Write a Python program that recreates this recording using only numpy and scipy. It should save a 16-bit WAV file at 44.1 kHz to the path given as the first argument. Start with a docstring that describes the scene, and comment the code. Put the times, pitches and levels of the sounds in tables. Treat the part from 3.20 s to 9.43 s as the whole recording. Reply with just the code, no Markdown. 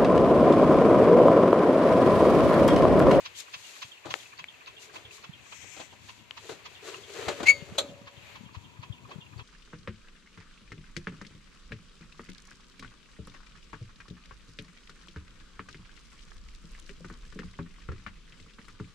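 """Climbing onto a parked tractor

Someone climbs up in a field, phone in hand. The frame knocks under the weight, the seat cover sticks
and slips, a dry joint squeaks, a lever clacks and the bodywork rings on. Clothes rustle, sharp ticks
sound close by, fingers bump the phone. Far off, a machine beats and clinks about 3.5 times a second."""
import sys
import numpy as np
from scipy import signal
from scipy.fft import rfft, irfft, next_fast_len
from scipy.io import wavfile
from scipy.ndimage import map_coordinates

SR = 44100
rng = np.random.default_rng(int(sys.argv[2]) if len(sys.argv) > 2 else 0)


def generate_wav(sig):
    """Save sig (samples, or channels by samples) to the path in sys.argv[1] as 16-bit PCM at SR."""
    pcm = np.round(np.clip(np.atleast_2d(sig).T, -1, 1) * 32767).astype(np.int16)
    wavfile.write(sys.argv[1], SR, pcm)


N = 274666
TIME = np.arange(N) / SR


# boots and weight on the frame: t/s, level/dB, decay/s, treble/dB
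FRAME_BLOWS = [(.858, -38, 0.039, -2), (.956, -43.5, .007, -6), (1.742, -49, .055, 4),
               (2.445, -46.5, .006, -5), (2.568, -49, 0.041, 7), (2.602, -41, 0.015, 0.5),
               (2.729, -47.5, .015, -4), (3.297, -33.5, .0045, -5), (3.321, -42, 0.015, -1),
               (4.086, -24.5, .016, 0), (4.206, -29.5, 0.015, -13), (4.234, -31.5, 0.014, 3),
               (5.892, -49, 0.037, -10)]
# blow spectrum: f/Hz, level/dB
BLOW_SPECTRUM = [(100, -10.5), (300, -6), (430, -5), (600, -3), (900, -6.5), (1300, -9.5), (2100, -13),
                 (2700, -13), (4200, -13.5), (5400, -23.5), (7100, -19.5), (9000, -33), (14000, -45.5)]
# hollow frame: f/Hz, width/Hz, level/dB
FRAME_MODES = [(319, 61, 0), (581, 63, -3.5), (786, 60, -6.5), (1231, 60, -7), (1510, 60, -3)]
# bodywork, also rung by squeak and lever: f/Hz, level/dB, t60/s
BODYWORK_MODES = [(278.4, -8.5, 0.52), (407, -16.5, .7), (502, -9, 0.72), (563, -7.5, 1.25),
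                  (578, -8, 0.93), (630, -4, 0.3), (1254, -3.5, 0.24), (2300, -10, 0.26), (3103, -4, .1),
                  (3420, -13, 0.33), (3800, -13.5, .4), (4300, -13.5, 0.38), (4340, -18.5, 0.32),
                  (7410, -9.5, 0.16)]

def knocks(treble_hz=1500, rise_s=.004):
    """Dull, scuffing blows make the frame boom; the hardest rings the bodywork."""
    grit = colour(friction(slips_per_s=9000, spread_db=0, smooth=1.27, alike=.53), BLOW_SPECTRUM)
    dull = butterworth(grit, 1, treble_hz, "low")
    blows = sum(from_db(db) * burst(at_s, rise_s, decay_s) * (dull + from_db(treble_db) * (grit - dull))
                for at_s, db, decay_s, treble_db in FRAME_BLOWS) * pan(4)
    boom = sum(from_db(db) * resonate(blows, hz, width_hz) for hz, width_hz, db in FRAME_MODES)
    return from_db(-1.5) * blows + boom + from_db(-37.5) * ring(BODYWORK_MODES, at_s=4.087)


# seat rubs: t/s, level/dB, rise/s, decay/s
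SEAT_STROKES = [(1.87, -59, .35, 0.13), (3.245, -49, 0.018, 0.021), (3.305, -44.5, .02, 0.04),
                (3.45, -59, .08, 0.1), (3.685, -43.5, 0.048, .1), (3.91, -48, .03, .04),
                (3.975, -37.5, 0.029, 0.076), (4.11, -36.5, 0.066, 0.027), (4.19, -42.5, 0.02, 0.038),
                (4.6, -52, .22, 0.086), (5.92, -53, 0.032, 0.054), (6.19, -55, 0.023, 0.027)]
# seat cover: f/Hz, level/dB
COVER_SPECTRUM = [(150, -17), (220, -23.5), (320, -7.5), (430, -9), (600, -8), (880, -15), (1250, -13.5),
                  (2000, -16), (3000, -19.5), (4500, -24), (5100, -33.5), (6800, -27), (9000, -36.5),
                  (14000, -48.5)]

def seat(groan_hz=410, judder_db=2):
    """The seat cover sticks and slips; the hollow pan beneath it groans."""
    slips = friction(slips_per_s=1500, spread_db=3, smooth=.82, alike=.68)
    cover = from_db(-1.1) * colour(slips, COVER_SPECTRUM)
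    groan = from_db(-4) * narrow_band(slips.mean(axis=0), groan_hz, width_hz=130)
    level = strokes(SEAT_STROKES) * from_db(judder_db * drift(70))
    return level * (cover + groan) * pan(5)


# squeak partials: harmonic number, level/dB, L-R/dB
SQUEAK_HARMONICS = [(1, -1, 11), (2, -22.5, -8.5), (3, -23, 8.5), (4, -36, 16), (5, -40, 4.5),
                    (6, -45, -3.5)]
# metal joint: f/Hz, level/dB, t60/s
JOINT_MODES = [(2132, -2, .4), (2208, -5, .2), (2670, -7, .12), (4336, -14, .15), (4490, -8, 0.41),
               (4590, -1, .14), (4670, -3, .17), (6686, -14, .36), (6900, -17, .36), (8900, -30.5, .25)]

def squeak(lock_s=4.287, note_hz=2224, rival_hz=2660, glide_hz_per_s=6000, jitter_hz=90, shimmer_db=3):
    """A dry joint rasps on two competing modes, locks into one shrill note and rings on."""
    rasping = from_db(-17) * burst(4.276, rise_s=.012, decay_s=.005)
    locked = from_db(-7.5) * held(lock_s, end_s=4.303, rise_s=.0045, decay_s=.012)
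    level = rasping + locked
    roughness = (.7 * rasping + .13 * locked) / level
    pitch_hz = np.maximum(note_hz - glide_hz_per_s * np.maximum(lock_s - TIME, 0), note_hz / 2)
    phase = 2 * np.pi * np.cumsum(pitch_hz + jitter_hz * roughness * drift(600)) / SR
    note = np.zeros((2, N))
    for harmonic, db, balance_db in SQUEAK_HARMONICS:
        flicker_db = shimmer_db * (harmonic > 1) * drift(250)
        smear_rad = .3 * (harmonic - 1) * drift(450)
        note += from_db(db + flicker_db) * np.sin(harmonic * phase + smear_rad) * pan(balance_db)
    rival = from_db(-10) * np.sin(2 * np.pi * rival_hz * TIME + .6 * drift(300)) * pan(5)
    scrape = from_db(-5) * hiss([(400, -14), (1500, -10), (2500, 5.5), (3400, -10.5), (4400, -2),
                                 (5500, -14), (7000, -7.5), (10000, -29), (14000, -26)], alike=.46)
    joint = from_db(-34) * ring(JOINT_MODES, at_s=4.305)
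    bodywork = from_db(-42.5) * ring(BODYWORK_MODES, at_s=4.3)
    return level * (note + roughness * (rival + scrape)) + (joint + bodywork) * pan(5.5)


# lever clack: f/Hz, level/dB
CLACK_SPECTRUM = [(88, -52.5), (150, -20), (366, -22), (588, 1), (945, -11), (1310, -10.5), (2100, -18.5),
                  (2310, -14.5), (4000, -5), (5220, -23), (6550, -10.5), (8390, -23), (11400, -28),
                  (12300, -25), (14000, -78.5)]
# lever resonances: f/Hz, width/Hz, level/dB
LEVER_MODES = [(578, 33, -3), (2480, 41, -6), (3470, 89, -3), (3880, 40, -2.5), (4200, 110, -5),
               (6040, 36, -10), (6400, 46, -10), (7380, 40, 0.5), (8380, 47, -20), (9400, 90, -29),
               (10200, 29, -25), (11000, 33, -25)]

def lever(at_s=4.586, mode_gain_db=10):
    """A lever chatters briefly against its stop; the bodywork rings and rattles on."""
    chatter = colour(friction(slips_per_s=7000, spread_db=1.5, smooth=.97, alike=.27), CLACK_SPECTRUM)
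    impact = from_db(-21.5) * burst(at_s, rise_s=.0037, decay_s=.011)
    tail = from_db(-48) * burst(at_s, rise_s=.0035, decay_s=.047)
    blow = chatter * (impact + tail)
    metal = sum(from_db(db + mode_gain_db) * resonate(blow, hz, width_hz)
                for hz, width_hz, db in LEVER_MODES)
    rattle = hiss([(180, -10), (260, -1), (340, -7), (420, -6), (570, .5), (760, -8), (1400, -17),
                   (5000, -48)], alike=.42)
    rattle *= from_db(-45.5) * burst(at_s, rise_s=.003, decay_s=.13)
    bodywork = from_db(-38) * ring(BODYWORK_MODES, at_s)
    return (from_db(-.5) * blow + metal + rattle + bodywork) * pan(.5)


# cloth on cloth: t/s, level/dB, rise/s, decay/s
CLOTH_RUBS = [(.01, -55, .03, .07), (.205, -38.8, .038, 0.019), (.57, -50.5, 0.27, 0.12),
              (.96, -49, .06, .11), (1.63, -49, 0.033, .032), (1.76, -54, 0.034, .04),
              (1.95, -48.5, 0.033, .045), (2.9, -55, .1, 0.086), (3.32, -51.5, 0.14, 0.053),
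              (3.52, -57.5, 0.032, .045), (3.675, -46.5, 0.046, 0.14), (3.99, -47, 0.093, 0.35)]
# cloth rustle: f/Hz, level/dB
CLOTH_SPECTRUM = [(300, -35), (1500, -10), (3000, -2.5), (4200, 0.5), (5200, -4.5), (7000, 0.5),
                  (9000, -13), (12500, -15.5), (15000, -28.5)]
# cloth treble shelf: t/s, level/dB
CLOTH_TREBLE = [(0, 0.5), (.7, 3.5), (1.9, 0), (3.2, -4), (4.4, -4), (6.23, 3)]
# sleeve rub: f/Hz, level/dB
SLEEVE_SPECTRUM = [(400, -18), (1400, -11.5), (2200, 2.5), (3400, -6), (4700, -14), (6000, -2.5),
                   (7300, -1.5), (8700, -12.5), (10000, -38), (12500, -18.5), (15000, -40)]

def clothes(rest_db=-67.3, flutter_db=1.1, treble_hz=10000):
    """Cloth slides on cloth over a faint steady rustle; a sleeve drags once along the wheel."""
    cloth_slips = friction(slips_per_s=2500, spread_db=3, smooth=.73, alike=.053)
    cloth = treble_shelf(colour(cloth_slips, CLOTH_SPECTRUM), treble_hz, CLOTH_TREBLE) * pan(5.5)
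    sleeve_slips = friction(slips_per_s=6000, spread_db=1, smooth=1.7, alike=.096)
    sleeve = colour(sleeve_slips, SLEEVE_SPECTRUM) * pan(16.5)
    cloth_level = np.hypot(from_db(rest_db), strokes(CLOTH_RUBS))
    sleeve_level = from_db(-51) * held(2.38, end_s=2.627, rise_s=.12, decay_s=.055)
    return from_db(flutter_db * drift(35)) * (cloth_level * cloth + sleeve_level * sleeve)


# ticks, mostly close by; those at 1.461 s and 3.744 s are far clinks: t/s, level/dB, f/Hz, t60/s, L-R/dB
TICKS_AND_CLINKS = [(0.9407, -12.2, 2300, 0.0012, 27), (.9429, -25.5, 1650, .0018, 18),
                    (1.242, -25.5, 2300, 0.0087, 10), (1.461, -38, 3900, .0066, 4),
                    (3.1096, -23, 3000, .0044, 12.5), (3.699, -30.5, 3000, .0013, 5),
                    (3.744, -34, 2780, .032, 10)]

def ticks(low_cut_hz=450, top_ratio=2.2, snap_band_hz=(3500, 8000)):
    """Each tick is a contact snap and a few damped cycles, too small to carry bass."""
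    out, t = np.zeros((2, N)), TIME[:SR // 20]
    snap = butterworth(from_db(-1.5) * (t == 0), 2, snap_band_hz, "band")
    for at_s, db, hz, t60_s, balance_db in TICKS_AND_CLINKS:
        tone = from_db(-60 * t / t60_s) * np.sin(2 * np.pi * hz * t)
        tone = butterworth(tone, 2, [low_cut_hz, top_ratio * hz], "band")
        tick = tone / np.abs(tone).max() + snap
        start = int(at_s * SR)
        out[:, start:start + len(t)] += from_db(db) * tick * pan(balance_db)
    return out


# grip rumble, growing as the hand tightens: t/s, level/dB
GRIP_LEVEL = [(0, -69), (.75, -76), (.95, -66), (1.4, -69.5), (2.5, -61), (3.95, -63), (4.25, -52.5),
              (4.9, -61), (5.2, -58), (6.23, -54)]
# grip rumble: f/Hz, level/dB
GRIP_SPECTRUM = [(20, -28), (45, -16.5), (75, -1.5), (110, 1), (170, -7.5), (260, -8.5), (400, -17.5),
                 (700, -32), (2000, -50)]
# finger shifts: t/s, level/dB, f/Hz, L-R/dB, thump count
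FINGER_BUMPS = [(.858, -45, 126.6, 13, 3), (1.845, -48, 100, -8, 2), (2.091, -37.5, 157.4, -31, 1),
                (4.068, -37, 92, 17, 1), (4.228, -31.5, 264, 17, 1), (4.42, -36, 158, 29, 1),
                (4.52, -37, 175, -24, 1), (4.646, -39.5, 261, 5, 1), (4.692, -41, 170, 2, 2),
                (4.814, -44, 211, -26, 1), (4.972, -45.5, 119.3, 27.5, 1), (5.207, -40.5, 196, 25, 3),
                (5.364, -35, 96, 30, 1), (5.588, -37, 116, 15, 1), (5.697, -30, 110, 37, 1),
                (5.956, -35.5, 160, 30, 2), (6.158, -36.5, 103, 28, 3)]

def handling(lumps_db=2.5, rise_cycles=.81, gap_s=.026, loss_db=2):
    """The grip on the phone rumbles; each finger shift gives one to three low thumps."""
    grip_level = from_db(curve(GRIP_LEVEL) + lumps_db * drift(22))
    out = grip_level * hiss(GRIP_SPECTRUM, alike=.25) * pan(12)
    for at_s, db, hz, balance_db, count in FINGER_BUMPS:
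        for k in range(round(count)):
            start = min(int((at_s + k * gap_s) * SR), N)
            cycles = hz * TIME[:min(SR // 10, N - start)]
            swell = (cycles / rise_cycles * np.exp(1 - cycles / rise_cycles)) ** 2
            thump = from_db(db - k * loss_db) * swell * np.sin(2 * np.pi * cycles)
            out[:, start:start + len(cycles)] += thump * pan(balance_db)
    return out


# even runs of beats: first t/s, period/s, count
MACHINE_RUNS = [(.0615, .2834, 19), (5.354, .2817, 4)]
# beat: f/Hz, level/dB
BEAT_SPECTRUM = [(500, -12.5), (800, -9), (1030, 1.5), (1450, -6.5), (2000, -6.5), (2650, -3), (3400, -6),
                 (4400, -9.5), (5200, -15.5), (6500, -16), (8500, -45), (14000, -38)]
# beat treble shelf, falling as the rider climbs in: t/s, level/dB
BEAT_SHELF = [(0, 12), (.95, 12), (1.2, 4.5), (1.7, -0.5), (2.6, -1), (3.46, 5.5), (3.8, -3), (6.23, -7)]
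# whirr: t/s, level/dB
WHIRR_ENVELOPE = [(0, -64.5), (2.2, -66), (4.7, -63), (5.1, -64.5), (5.3, -60), (6.23, -60.5)]
# whirr: f/Hz, level/dB
WHIRR_SPECTRUM = [(200, -15.5), (260, -4.5), (400, -8.5), (820, -8.5), (980, 5), (1150, -5.5), (1800, -13),
                  (2400, -13.5), (2620, -4), (2900, -16), (3300, -6), (3700, -16), (7000, -29.5),
                  (14000, -49.5)]
# left microphone's delay as the phone turns: t/s, lag/s
LEFT_LAG = [(0, .00044), (1.9, .00048), (2.3, 0.0013), (3.6, 0.00086), (4.6, -.00022), (6.23, -.00022)]

def far_machine(beat_db=-43.1, treble_hz=3000):
    """Each turn gives one rattling beat, blurred by distance, and a round of clinks over a whirr."""
    beats_s = np.concatenate([first_s + period_s * np.arange(count)
                              for first_s, period_s, count in MACHINE_RUNS])
    rattle = treble_shelf(hiss(BEAT_SPECTRUM, alike=.52), treble_hz, BEAT_SHELF)
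    beat_level = from_db(beat_db) * sum(burst(at_s, rise_s=.0094, decay_s=.011) for at_s in beats_s)
    whirr = from_db(curve(WHIRR_ENVELOPE)) * hiss(WHIRR_SPECTRUM, alike=.4)
    left, right = whirr + beat_level * rattle + clinks(beats_s)
    lagged_left = map_coordinates(left, [(TIME - curve(LEFT_LAG)) * SR], order=3)
    return np.array([lagged_left, right])


# clinks of one turn: t/s from the beat, f/Hz, width/Hz, level/dB, decay/s
CLINK_ROUND = [(-.07, 2420, 300, -54.5, .007), (-.062, 1120, 180, -52.5, .008),
               (-.062, 1620, 300, -55.5, .008), (-.016, 4500, 600, -54.5, 0.0048),
               (0, 1050, 140, -47.5, .011), (0, 2600, 110, -49.5, .018), (.008, 3274, 80, -52.5, 0.014),
               (.02, 111, 60, -57.5, 0.012), (.092, 3200, 90, -52, .02), (.092, 3490, 200, -52.5, .015),
               (.102, 2820, 90, -53.5, .018), (.149, 2608, 280, -51.5, 0.0075)]
# how well the clinks carry: t/s, level/dB
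CLINK_ENVELOPE = [(0, -1), (.8, 4.5), (2.1, 0.5), (3.0, -8.5), (3.5, 0.5), (5.25, -5.5), (5.62, -3),
                  (6.23, 0.5)]

def clinks(beats_s, uneven_db=1.4):
    """The far machine's metal parts ring in the same order each turn, unevenly loud."""
    out = np.zeros((2, N))
    white = pair(rng.standard_normal((2, N)), alike=.494)
    for offset_s, hz, width_hz, db, decay_s in CLINK_ROUND:
        strikes = np.zeros(N)
        for at_s, chance in zip(beats_s + offset_s, rng.standard_normal(len(beats_s))):
            if 0 < at_s < TIME[-1]:
                strikes[int(at_s * SR)] = from_db(db + uneven_db * chance)
        shape = burst(.022, rise_s=.0042, decay_s=decay_s)[:SR // 5]
        level = signal.oaconvolve(strikes, shape)[shape.argmax():][:N]
        out += level * narrow_band(white, hz, width_hz)
    return from_db(curve(CLINK_ENVELOPE)) * out


# open air: t/s, level/dB
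AIR_ENVELOPE = [(0, -53), (.8, -56.5), (2.2, -56), (3.05, -59), (3.6, -54.5), (4.8, -61), (6.23, -65)]
# open air: f/Hz, level/dB
AIR_SPECTRUM = [(100, -13), (200, -14.5), (350, -7), (550, -6), (750, -6), (1000, -7.5), (1400, -7),
                (2500, -0.5), (3400, -7), (4400, -10), (5200, -19.5), (7200, -16.5), (9400, -30.5),
                (12000, -23), (14600, -35.5)]
# body shifts: t/s, level/dB, rise/s, decay/s
BODY_SWISHES = [(.58, -55.5, 0.12, .1), (1.0, -52.5, 0.083, .1), (4.12, -47.5, .19, 0.13),
                (4.38, -53.5, .1, 0.16), (5.14, -52, 0.22, 0.074)]

def field(flutter_db=.5):
    """Open country hisses faintly; the shifting body adds dull swishes of the same colour."""
    level = np.hypot(from_db(curve(AIR_ENVELOPE)), strokes(BODY_SWISHES))
    return level * from_db(flutter_db * drift(13)) * hiss(AIR_SPECTRUM, alike=.19) * pan(5)


def from_db(db):
    """Decibels to gain."""
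    return 10 ** (np.asarray(db) / 20)


def rms_one(x):
    """Scale to rms 1."""
    return x / np.sqrt(np.mean(x ** 2) + 1e-20)


def curve(rows):
    """Interpolate (t/s, value) rows at every sample."""
    return np.interp(TIME, *np.transpose(rows))


def drift(rate_hz):
    """Slow random wander, rms 1."""
    knots = rng.standard_normal(size=8192)
    return rms_one(np.interp(TIME * rate_hz, np.arange(len(knots)), knots))


def held(start_s, end_s, rise_s, decay_s):
    """Gaussian rise to start_s, hold to end_s, exponential fall."""
    rise = (np.maximum(start_s - TIME, 0) / rise_s) ** 2
    fall = np.maximum(TIME - end_s, 0) / decay_s
    return np.exp(-np.minimum(rise + fall, 40))


def burst(at_s, rise_s, decay_s):
    """A swell that peaks at at_s and falls at once."""
    return held(at_s, at_s, rise_s, decay_s)


def strokes(rows):
    """Envelope of overlapping rubs; their powers add."""
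    return np.sqrt(sum((from_db(db) * burst(at_s, rise_s, decay_s)) ** 2
                       for at_s, db, rise_s, decay_s in rows))


def pan(balance_db):
    """Left and right gains with mean 1, left above right by balance_db."""
    gains = from_db(np.array([[balance_db], [-balance_db]]) / 2)
    return gains / gains.mean()


def pair(x, alike):
    """Mix two unrelated signals to stereo with correlation `alike`."""
    return np.sqrt(1 + alike) * x[0] + np.sqrt(1 - alike) * x[1] * np.array([[1], [-1]])


def butterworth(x, order, hz, kind):
    """Causal Butterworth filter."""
    return signal.sosfilt(signal.butter(order, hz, kind, fs=SR, output="sos"), x)


def treble_shelf(x, corner_hz, gain_rows):
    """High shelf following (t/s, level/dB) rows."""
    return x + (from_db(curve(gain_rows)) - 1) * butterworth(x, 1, corner_hz, "high")


def colour(x, spectrum):
    """Shape a texture by (f/Hz, level/dB) rows; rms 1."""
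    hz, db = np.transpose(spectrum)
    size = next_fast_len(N)
    bins_hz = np.maximum(np.arange(size // 2 + 1) * SR / size, 1)
    gain = from_db(np.interp(np.log(bins_hz), np.log(hz), db))
    gain *= np.minimum(bins_hz / hz[0], 1) ** 2
    return rms_one(irfft(rfft(x, size) * gain, size)[..., :N])


def hiss(spectrum, alike):
    """Smooth stereo noise shaped by (f/Hz, level/dB) rows."""
    return colour(pair(rng.standard_normal((2, N)), alike), spectrum)


def friction(slips_per_s, spread_db, smooth, alike):
    """Tiny slips of uneven size over smooth sliding noise."""
    sizes = from_db(spread_db * np.minimum(rng.exponential(1, (2, N)), 4))
    signs = rng.choice([-1, 1], (2, N))
    slips = rms_one(sizes * signs * (rng.random((2, N)) < slips_per_s / SR))
    return pair(slips + smooth * rng.standard_normal((2, N)), alike)


def resonate(x, hz, width_hz):
    """Two-pole resonance, peak gain 1."""
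    radius = np.exp(-np.pi * width_hz / SR)
    feedback = [1, -2 * radius * np.cos(2 * np.pi * hz / SR), radius ** 2]
    return signal.lfilter(np.array([1, 0, -1]) * (1 - radius ** 2) / 2, feedback, x)


def narrow_band(x, hz, width_hz):
    """Two equal resonances in series; rms 1."""
    return rms_one(resonate(resonate(x, hz, width_hz), hz, width_hz))


def ring(modes, at_s):
    """Modes struck together, each with its own phase at each microphone."""
    out, start = np.zeros((2, N)), int(at_s * SR)
    t = TIME[:N - start]
    for hz, db, t60_s in modes:
        phase_rad = 2 * rng.random((2, 1))
        out[:, start:] += from_db(db - 60 * t / t60_s) * np.sin(2 * np.pi * hz * t + phase_rad)
    return out


def close_mics(x, mono_below_hz=750):
    """Long waves reach both microphones nearly alike."""
    side = butterworth((x[0] - x[1]) / 2, 1, mono_below_hz, "high")
    return x.mean(axis=0) + side * np.array([[1], [-1]])


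def scene():
    """All sources in the open, without reverberation."""
    background = field() + far_machine()
    climbing = clothes() + seat() + knocks() + close_mics(lever() + squeak())
    return background + climbing + ticks() + handling()


def record(dry, low_cut_hz=45, high_cut_hz=14200):
    """The phone thins the deep bass and cuts the top."""
    thin = butterworth(dry, 2, low_cut_hz, "high")
    return signal.sosfilt(signal.ellip(10, .1, 80, high_cut_hz, fs=SR, output="sos"), thin)


dry = scene()
out = record(dry)
generate_wav(out)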